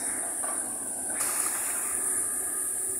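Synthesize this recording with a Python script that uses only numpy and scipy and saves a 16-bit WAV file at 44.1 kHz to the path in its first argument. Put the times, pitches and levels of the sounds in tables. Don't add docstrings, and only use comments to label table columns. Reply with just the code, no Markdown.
import sys
import numpy as np
from scipy import signal
from scipy.fft import rfft, irfft, next_fast_len
from scipy.io import wavfile
from scipy.ndimage import uniform_filter1d, map_coordinates

SR = 44100
rng = np.random.default_rng(int(sys.argv[2]) if len(sys.argv) > 2 else 0)


def voltage_ratio(level):
    return 10 ** (np.asarray(level, float) / 20)


def to_wav(s):
    ch = np.atleast_2d(s).T
    pcm = np.round(np.clip(ch, -1, 1) * 32767)
    wavfile.write(sys.argv[1], SR, pcm.astype(np.int16))


N = 131859

# frequency in Hz, level in dB per Hz.
AIR_SPECTRUM = [(100, -96.5), (2000, -85), (3200, -89), (5000, -87.5), (12000, -82), (15800, -86.5)]

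# start in seconds, level in dB.
THUDS = [
    (.07, -55),
    (.53, -66),
    (1.2, -53),
    (2.0, -56),
    (2.72, -65),
    (2.86, -56),
    (2.97, -50),
]
# frequency in Hz, level in dB per Hz.
THUD_SPECTRUM = [(25, -11), (50, -6), (95, 4), (140, -4)]

# time in seconds, level in dB, share of the rear frame from 0 to 1.
ROLL_CURVE = [(0, -42.5, 0.08), (.25, -44, 0.13), (.4, -45.5, 0.38), (.6, -44, 0.21), (.9, -45, 0.09),
              (1.1, -43.5, 0.01), (1.3, -43, 0.81), (1.6, -45, 0.6), (1.82, -46.5, 0.6),
              (1.92, -43.5, 0.97), (2.3, -44, 0.88), (2.6, -45.5, 1), (2.75, -46.5, 0.92),
              (2.99, -47.5, 0.83)]
# frequency in Hz, width in Hz, level in dB.
FRONT_MODES = [(85, 29, -10.5), (286, 107, 1.5), (726, 130, 1.5), (1017, 144, -13.5), (1565, 71, -4)]
# frequency in Hz, width in Hz, level in dB.
REAR_MODES = [(87.6, 70, -10), (293.4, 43, 5), (374, 48.8, 4.5), (739, 110, -5.5), (1232, 45, 1),
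              (1663, 95, -1), (2190, 280, -14)]
# frequency in Hz, level in dB per Hz.
RAIL_SPECTRUM = [(20, -31), (40, -17), (70, -8), (120, -12), (230, -5), (800, -8), (1300, -12.5),
                 (3200, -23.5)]

# start in seconds, level in dB, boost of the upper modes in dB.
CLANKS = [
    (.228, -37, -8),
    (0.43, -38, 1.5),
    (.482, -44, 0),
    (1.097, -41, -6.5),
    (2.612, -61, 4),
]
# frequency in Hz, width in Hz, level in dB.
ROD_MODES = [(677, 81, 3.5), (1160, 30, 2), (1488, 80, -4), (1850, 62, -9.5), (2130, 170, -16)]
# frequency in Hz, width in Hz, level in dB.
TICK_MODES = [(3030, 240, -6), (3600, 290, 2), (4260, 140, 1), (6200, 150, 0)]
# start in seconds, level in dB, pitch in Hz.
PINGS = [
    (1.097, -37, 1520),
    (.432, -41, 1150),
    (.48, -54, 3150),
    (.505, -56, 5550),
    (2.615, -44, 1800),
]

# time in seconds, level in dB, pitch in Hz.
VALVE_WHISTLE = [(2.25, -65, 12450), (2.5, -60, 12850), (2.62, -57, 13150), (2.8, -54, 13270),
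                 (2.92, -54, 13270), (2.96, -52, 13020)]
# time in seconds, level in dB, pitch in Hz.
HIGH_WHISTLE = [(2.5, -72, 14700), (2.85, -60, 14720), (2.95, -53, 14730), (2.99, -56, 14730)]
# time in seconds, level in dB, pitch in Hz.
SQUEALS = [
    [(0, -54.5, 3796), (.1, -65, 3790), (.2, -89, 3720)],
    [(0, -67, 5580), (.15, -64, 5580), (.3, -73, 5580)],
    [(.3, -82, 7400), (.6, -61, 7200), (1.15, -57.5, 7360), (1.25, -88, 7200)],
]

# start in seconds, hold in seconds, level in dB, pitch in Hz, width in Hz.
WISPS = [(1.2, .2, -52, 15000, 500), (1.3, .4, -58, 12500, 500), (1.58, 0.28, -54, 14000, 450),
         (1.55, .38, -52, 12800, 400), (1.72, .15, -55, 15300, 450), (1.74, 0.2, -57, 2500, 250),
         (2.3, .36, -52, 12500, 320), (2.3, .33, -47, 11700, 310), (2.04, 0.18, -51, 11900, 350),
         (2.62, .3, -55, 14700, 600), (2.92, .05, -50, 14900, 700), (2.03, 0.19, -52.5, 1650, 140),
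         (0.38, .1, -63, 5500, 150), (0.786, .2, -57.5, 1500, 46), (2.78, .25, -48.5, 378, 22),
         (1.19, 0.071, -40, 11100, 600), (.62, 0.19, -56.5, 1087, 83), (1.82, .3, -54.5, 1227, 60),
         (1.15, 0.093, -53, 2220, 300), (1.43, .12, -60.5, 3730, 460), (1.19, .15, -58, 13900, 800),
         (.44, .08, -50, 1300, 500), (0, .1, -52, 2100, 300)]

# time in seconds, level in dB.
LEAK_CURVE = [(0, -32), (.3, -32), (.6, -33), (.8, -34.5), (1.05, -34), (1.19, -32), (1.3, -34.5),
              (1.5, -32), (1.7, -32.5), (1.9, -32), (2.08, -28), (2.2, -29), (2.5, -32), (2.7, -31.5),
              (2.8, -31), (2.99, -31.5)]
# frequency in Hz, level in dB per Hz.
HISS_SPECTRUM = [(3000, -56), (6800, -26.5), (7600, -15), (8700, -5), (9500, 1), (10400, -6),
                 (11500, -13.5), (12200, -35)]

# frequency in Hz, level in dB per Hz.
LAST_ROAR_SPECTRUM = [(500, -11), (1000, -7.5), (1400, -3), (1800, 4), (2100, -5), (2350, -9)]
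# frequency in Hz, level in dB per Hz.
LAST_HISS_SPECTRUM = [(3000, -21), (4600, -13), (5300, -5), (6200, -5.5), (7000, -2), (8000, -9)]
# start in seconds, hold in seconds, level in dB, 60 dB decay in seconds.
BLOWS = [
    (1.196, 0.011, -34.5, 0.79),
    (1.199, 0.26, -34.5, 3.7),
]
# frequency in Hz, level in dB per Hz.
BLOW_SPECTRUM = [(500, 2), (1200, 4.5), (2400, -0.5), (3200, -12.5), (4300, -4), (6300, -1), (10200, 11),
                 (12500, 1)]
# frequency in Hz, width in Hz.
ECHO_SHADOWS = [(3650, 48), (3950, 79), (4650, 80), (5900, 35), (6200, 90), (13700, 60), (14600, 80)]
# start, attack and hold in seconds, level in dB, 60 dB decay in seconds.
ROARS = [
    (1.079, 0.078, 0.73, -46.5, 0.91),
    (2.34, 0.11, .03, -50.5, 0.64),
]
# frequency in Hz, level in dB per Hz.
ROAR_SPECTRUM = [(400, -10), (900, -4), (1700, 4), (2100, -1.5), (2700, -5), (3050, -15), (4000, -11.5)]
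# start, attack and hold in seconds, level in dB, 60 dB decay in seconds.
SPRAYS = [
    (1.194, .02, 0.25, -46, 1.6),
    (1.3, 0.3, .31, -44.5, 0.35),
    (1.85, 0.12, 1.1, -51, 4),
]
# frequency in Hz, level in dB per Hz.
SPRAY_SPECTRUM = [(6000, -25), (7000, 5.5), (11000, 3), (12300, -5), (13200, 2), (14000, 2), (14600, 1),
                  (15700, 1)]
# start in seconds, level of the pop in dB, level of the fizz in dB.
WATER_SLUGS = [(1.21, -31.5, -26), (1.293, -28.5, -48), (1.399, -31.5, -22.5), (1.434, -36, -40),
               (1.463, -27, -28), (1.523, -50, -41), (1.564, -50, -46), (1.78, -39.5, -27),
               (1.846, -39, -35), (1.911, -38, -40), (1.948, -52, -28.5)]

# frequency in Hz, level in dB per Hz.
GATE_THRESHOLD = [(100, -115), (1000, -80), (2200, -80.5), (3500, -85.5), (6000, -82), (7200, -80.5),
                  (12000, -79.5), (16500, -85.5)]
# frequency in Hz, level in dB per Hz.
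DROPOUT_CEILING = [(100, -120), (2500, -89), (3500, -89), (6500, -87), (12000, -83), (16500, -83)]
# frequency in Hz, random height needed in sigma.
DROPOUT_RARITY = [(2600, 3.5), (2850, 1.8), (3400, 1.8), (3700, 2.2), (4200, 1.8), (4800, 1.9), (5100, 2.5),
                  (6100, 2.3), (6600, 3.5), (12000, 3.5), (13000, 2.9), (14600, 3), (16500, 3.5)]


def unit(x):
    return x / np.sqrt(np.mean(x ** 2) + 1e-20)


def along(points, hz):
    f, level_db = np.transpose(points)
    return np.interp(np.log(hz + 1), np.log(f + 1), level_db, left=-120, right=-120)


def curves(rows):
    s, *columns = np.transpose(rows)
    t = np.arange(N) / SR
    return [np.interp(t, s, column) for column in columns]


def wobble(rate):
    return map_coordinates(rng.standard_normal(N // 100), [np.arange(N) * rate / SR])


def filtered(x, response):
    m = next_fast_len(N + SR // 2)
    return irfft(rfft(x, m) * response(np.fft.rfftfreq(m, 1 / SR)), m)[:N]


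def resonant(x, modes):
    def response(f):
        total = 0
        for k, (centre, width, db) in enumerate(modes):
            damping = 1j * f * width
            total = total + (-1) ** k * voltage_ratio(db) * damping / (centre * centre - f * f + damping)
        return total
    return filtered(x, response)


def smooth(cells, bands, frames):
    return uniform_filter1d(uniform_filter1d(cells, size=bands, axis=0), size=frames, axis=1)


def patchy(patchy_db):
    z = signal.stft(rng.standard_normal(N), nperseg=512)[2]
    patches = unit(smooth(rng.standard_normal(z.shape), 5, 10))
    return signal.istft(z * voltage_ratio(patchy_db * patches), nperseg=512)[1][:N]


def rush(spectrum, patchy_db):
    return unit(filtered(patchy(patchy_db), lambda hz: voltage_ratio(along(spectrum, hz))))


def puff(s, attack, hold, db, t60):
    t = np.arange(N) / SR - s
    release_db = 60 * np.maximum(t - attack - hold, 0) / t60
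    return np.clip(t / attack, 0, 1) * voltage_ratio(db - release_db)


def blip(s, half_s):
    t = np.arange(N) / SR
    return np.exp(-((t - s - half_s) / half_s) ** 2)


def dips(f, bands, left):
    return np.prod([1 - (1 - left) * np.exp(-((f - c) / w) ** 2) for c, w in bands], axis=0)


def air():
    return filtered(patchy(patchy_db=0.85), lambda hz: voltage_ratio(along(AIR_SPECTRUM, hz)) * np.sqrt(SR / 2))


def thuds():
    pushes = sum(puff(s, attack=0.0076, hold=0.024, db=db, t60=0.36) for s, db in THUDS)
    return pushes * rush(THUD_SPECTRUM, patchy_db=-0.5)


def shaken_frame(modes):
    peaks = [(hz, 2.12 * width, 0) for hz, width, _ in modes]
    return unit(resonant(resonant(patchy(patchy_db=1.4), modes), peaks))


def rolling():
    level_db, rear = curves(ROLL_CURVE)
    rear = np.clip(rear, 0, 1)
    front_frame = shaken_frame(FRONT_MODES)
    rear_frame = shaken_frame(REAR_MODES)
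    rail = voltage_ratio(-7.5) * rush(RAIL_SPECTRUM, patchy_db=-0.1)
    passing = np.sqrt(1 - rear) * front_frame + np.sqrt(rear) * rear_frame
    return voltage_ratio(level_db + 0.2 * wobble(11.16)) * (passing + rail)


def rods():
    rattle = unit(resonant(rng.standard_normal(N), ROD_MODES))
    upper = filtered(rattle, lambda hz: hz > 900)
    tick = unit(resonant(rng.standard_normal(N), TICK_MODES))
    out = np.zeros(N)
    for s, db, upper_db in CLANKS:
        out += puff(s, 0.0015, 0.0055, db, t60=0.53) * (rattle + (voltage_ratio(upper_db) - 1) * upper)
        out += puff(s, 0.0015, 0.0045, db + upper_db - 12, t60=0.039) * tick
    return out


def pings():
    t = np.arange(N) / SR
    return sum(voltage_ratio(db) * blip(s, 0.006) * np.sin(2 * np.pi * hz * (t - s)) for s, db, hz in PINGS)


def whistles():
    t = np.arange(N) / SR
    out = np.zeros(N)
    for rows in (VALVE_WHISTLE, HIGH_WHISTLE, *SQUEALS):
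        level_db, hz = curves(rows)
        started = t >= rows[0][0]
        level = voltage_ratio(level_db + 1.7 * wobble(47)) * started
        pitch_hz = hz + 75 * wobble(300)
        out += level * np.sqrt(2) * np.sin(2 * np.pi * np.cumsum(pitch_hz) / SR)
    return out


def wisps():
    out = np.zeros(N)
    for s, hold, db, hz, width in WISPS:
        band = filtered(rng.standard_normal(N), lambda f: np.exp(-((f - hz) / width) ** 2))
        out += puff(s, 0.031, hold, db, t60=0.52) * unit(band)
    return out


def leak():
    level_db, = curves(LEAK_CURVE)
    flutter_db = 0.34 * wobble(26.03) + 0.56 * wobble(50)
    steady = voltage_ratio(level_db + flutter_db) * rush(HISS_SPECTRUM, patchy_db=1.1)
    jet = resonant(rng.standard_normal(N), [(9500, 890, 0)])
    jet = unit(resonant(jet, [(9540, 750, 0)]))
    fizz = sum(voltage_ratio(fizz_db) * blip(s, 0.0039) for s, _, fizz_db in WATER_SLUGS)
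    return steady + fizz * jet


def water_pops():
    t = np.arange(N) / SR
    pop_hz = 1233
    return sum(voltage_ratio(pop_db) * blip(s, 0.0028) * np.sin(2 * np.pi * pop_hz * (t - s))
               for s, pop_db, _ in WATER_SLUGS)


def drain_cock():
    last = puff(-0.12, 0.084, 0.24, -46, 1.2) * rush(LAST_ROAR_SPECTRUM, patchy_db=-0.5)
    last += puff(-0.11, 0.075, 0.02, -43, 0.62) * rush(LAST_HISS_SPECTRUM, patchy_db=1.5)

    def shadow(f):
        return dips(f, ECHO_SHADOWS, left=0.16)

    blow = sum(puff(s, 0.0065, hold, db, t60) for s, hold, db, t60 in BLOWS)
    blow = blow * filtered(rush(BLOW_SPECTRUM, patchy_db=0.0), shadow)
    roar = sum(puff(*row) for row in ROARS) * rush(ROAR_SPECTRUM, patchy_db=3.0)
    spray = sum(puff(*row) for row in SPRAYS) * filtered(rush(SPRAY_SPECTRUM, patchy_db=0.5), shadow)
    return (last + blow + roar + spray) * voltage_ratio(1.32 * wobble(21.83)) + water_pops()


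def scene():
    background = air() + thuds() + rolling()
    engine = rods() + pings() + whistles() + wisps()
    steam = leak() + drain_cock()
    return np.tile(background + engine + steam, (2, 1))


def noise_suppressor(x):
    hz, _, z = signal.stft(x, SR, nperseg=512, noverlap=384, scaling="psd")
    power = uniform_filter1d(2 * np.abs(z) ** 2, size=3, axis=0)
    recent = uniform_filter1d(power, size=33, axis=1, origin=11)
    sudden = voltage_ratio(2 * -2.5) * uniform_filter1d(power, size=5, axis=1)
    power = np.maximum(recent, sudden)
    over_db = 10 * np.log10(np.abs(power) + 1e-20) - along(GATE_THRESHOLD, hz)[:, None]
    shut = (1 - np.tanh(over_db / 2.5)) / 2
    return signal.istft(z * voltage_ratio(-10 * shut), SR, nperseg=512, noverlap=384, scaling="psd")[1][:N]


def dropouts(x):
    hz, _, z = signal.stft(x, SR, nperseg=1024, noverlap=768, scaling="psd")
    power = smooth(2 * np.abs(z) ** 2, 9, 15)
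    chance = unit(smooth(rng.standard_normal(z.shape), 3, 11))
    rarity = np.interp(hz, *np.transpose(DROPOUT_RARITY), left=9)[:, None]
    quiet = power < voltage_ratio(2 * along(DROPOUT_CEILING, hz))[:, None]
    lost = (chance > rarity) & quiet
    lost = smooth(lost * 1.0, 2, 7) > 1e-6
    return signal.istft(z * voltage_ratio(-30 * lost), SR, nperseg=1024, noverlap=768, scaling="psd")[1][:N]


def casing(x):
    return filtered(x, lambda f: (f < 15740) * dips(f, [(162.7, 36)], left=0.16))


def top_cut(x):
    return signal.sosfilt(signal.butter(12, 16540, fs=SR, output="sos"), x)


def record(dry):
    mono = noise_suppressor(dry[0])
    mono = casing(dropouts(mono))
    return top_cut(np.tile(mono, (2, 1)))


dry = scene()
out = record(dry)
to_wav(out)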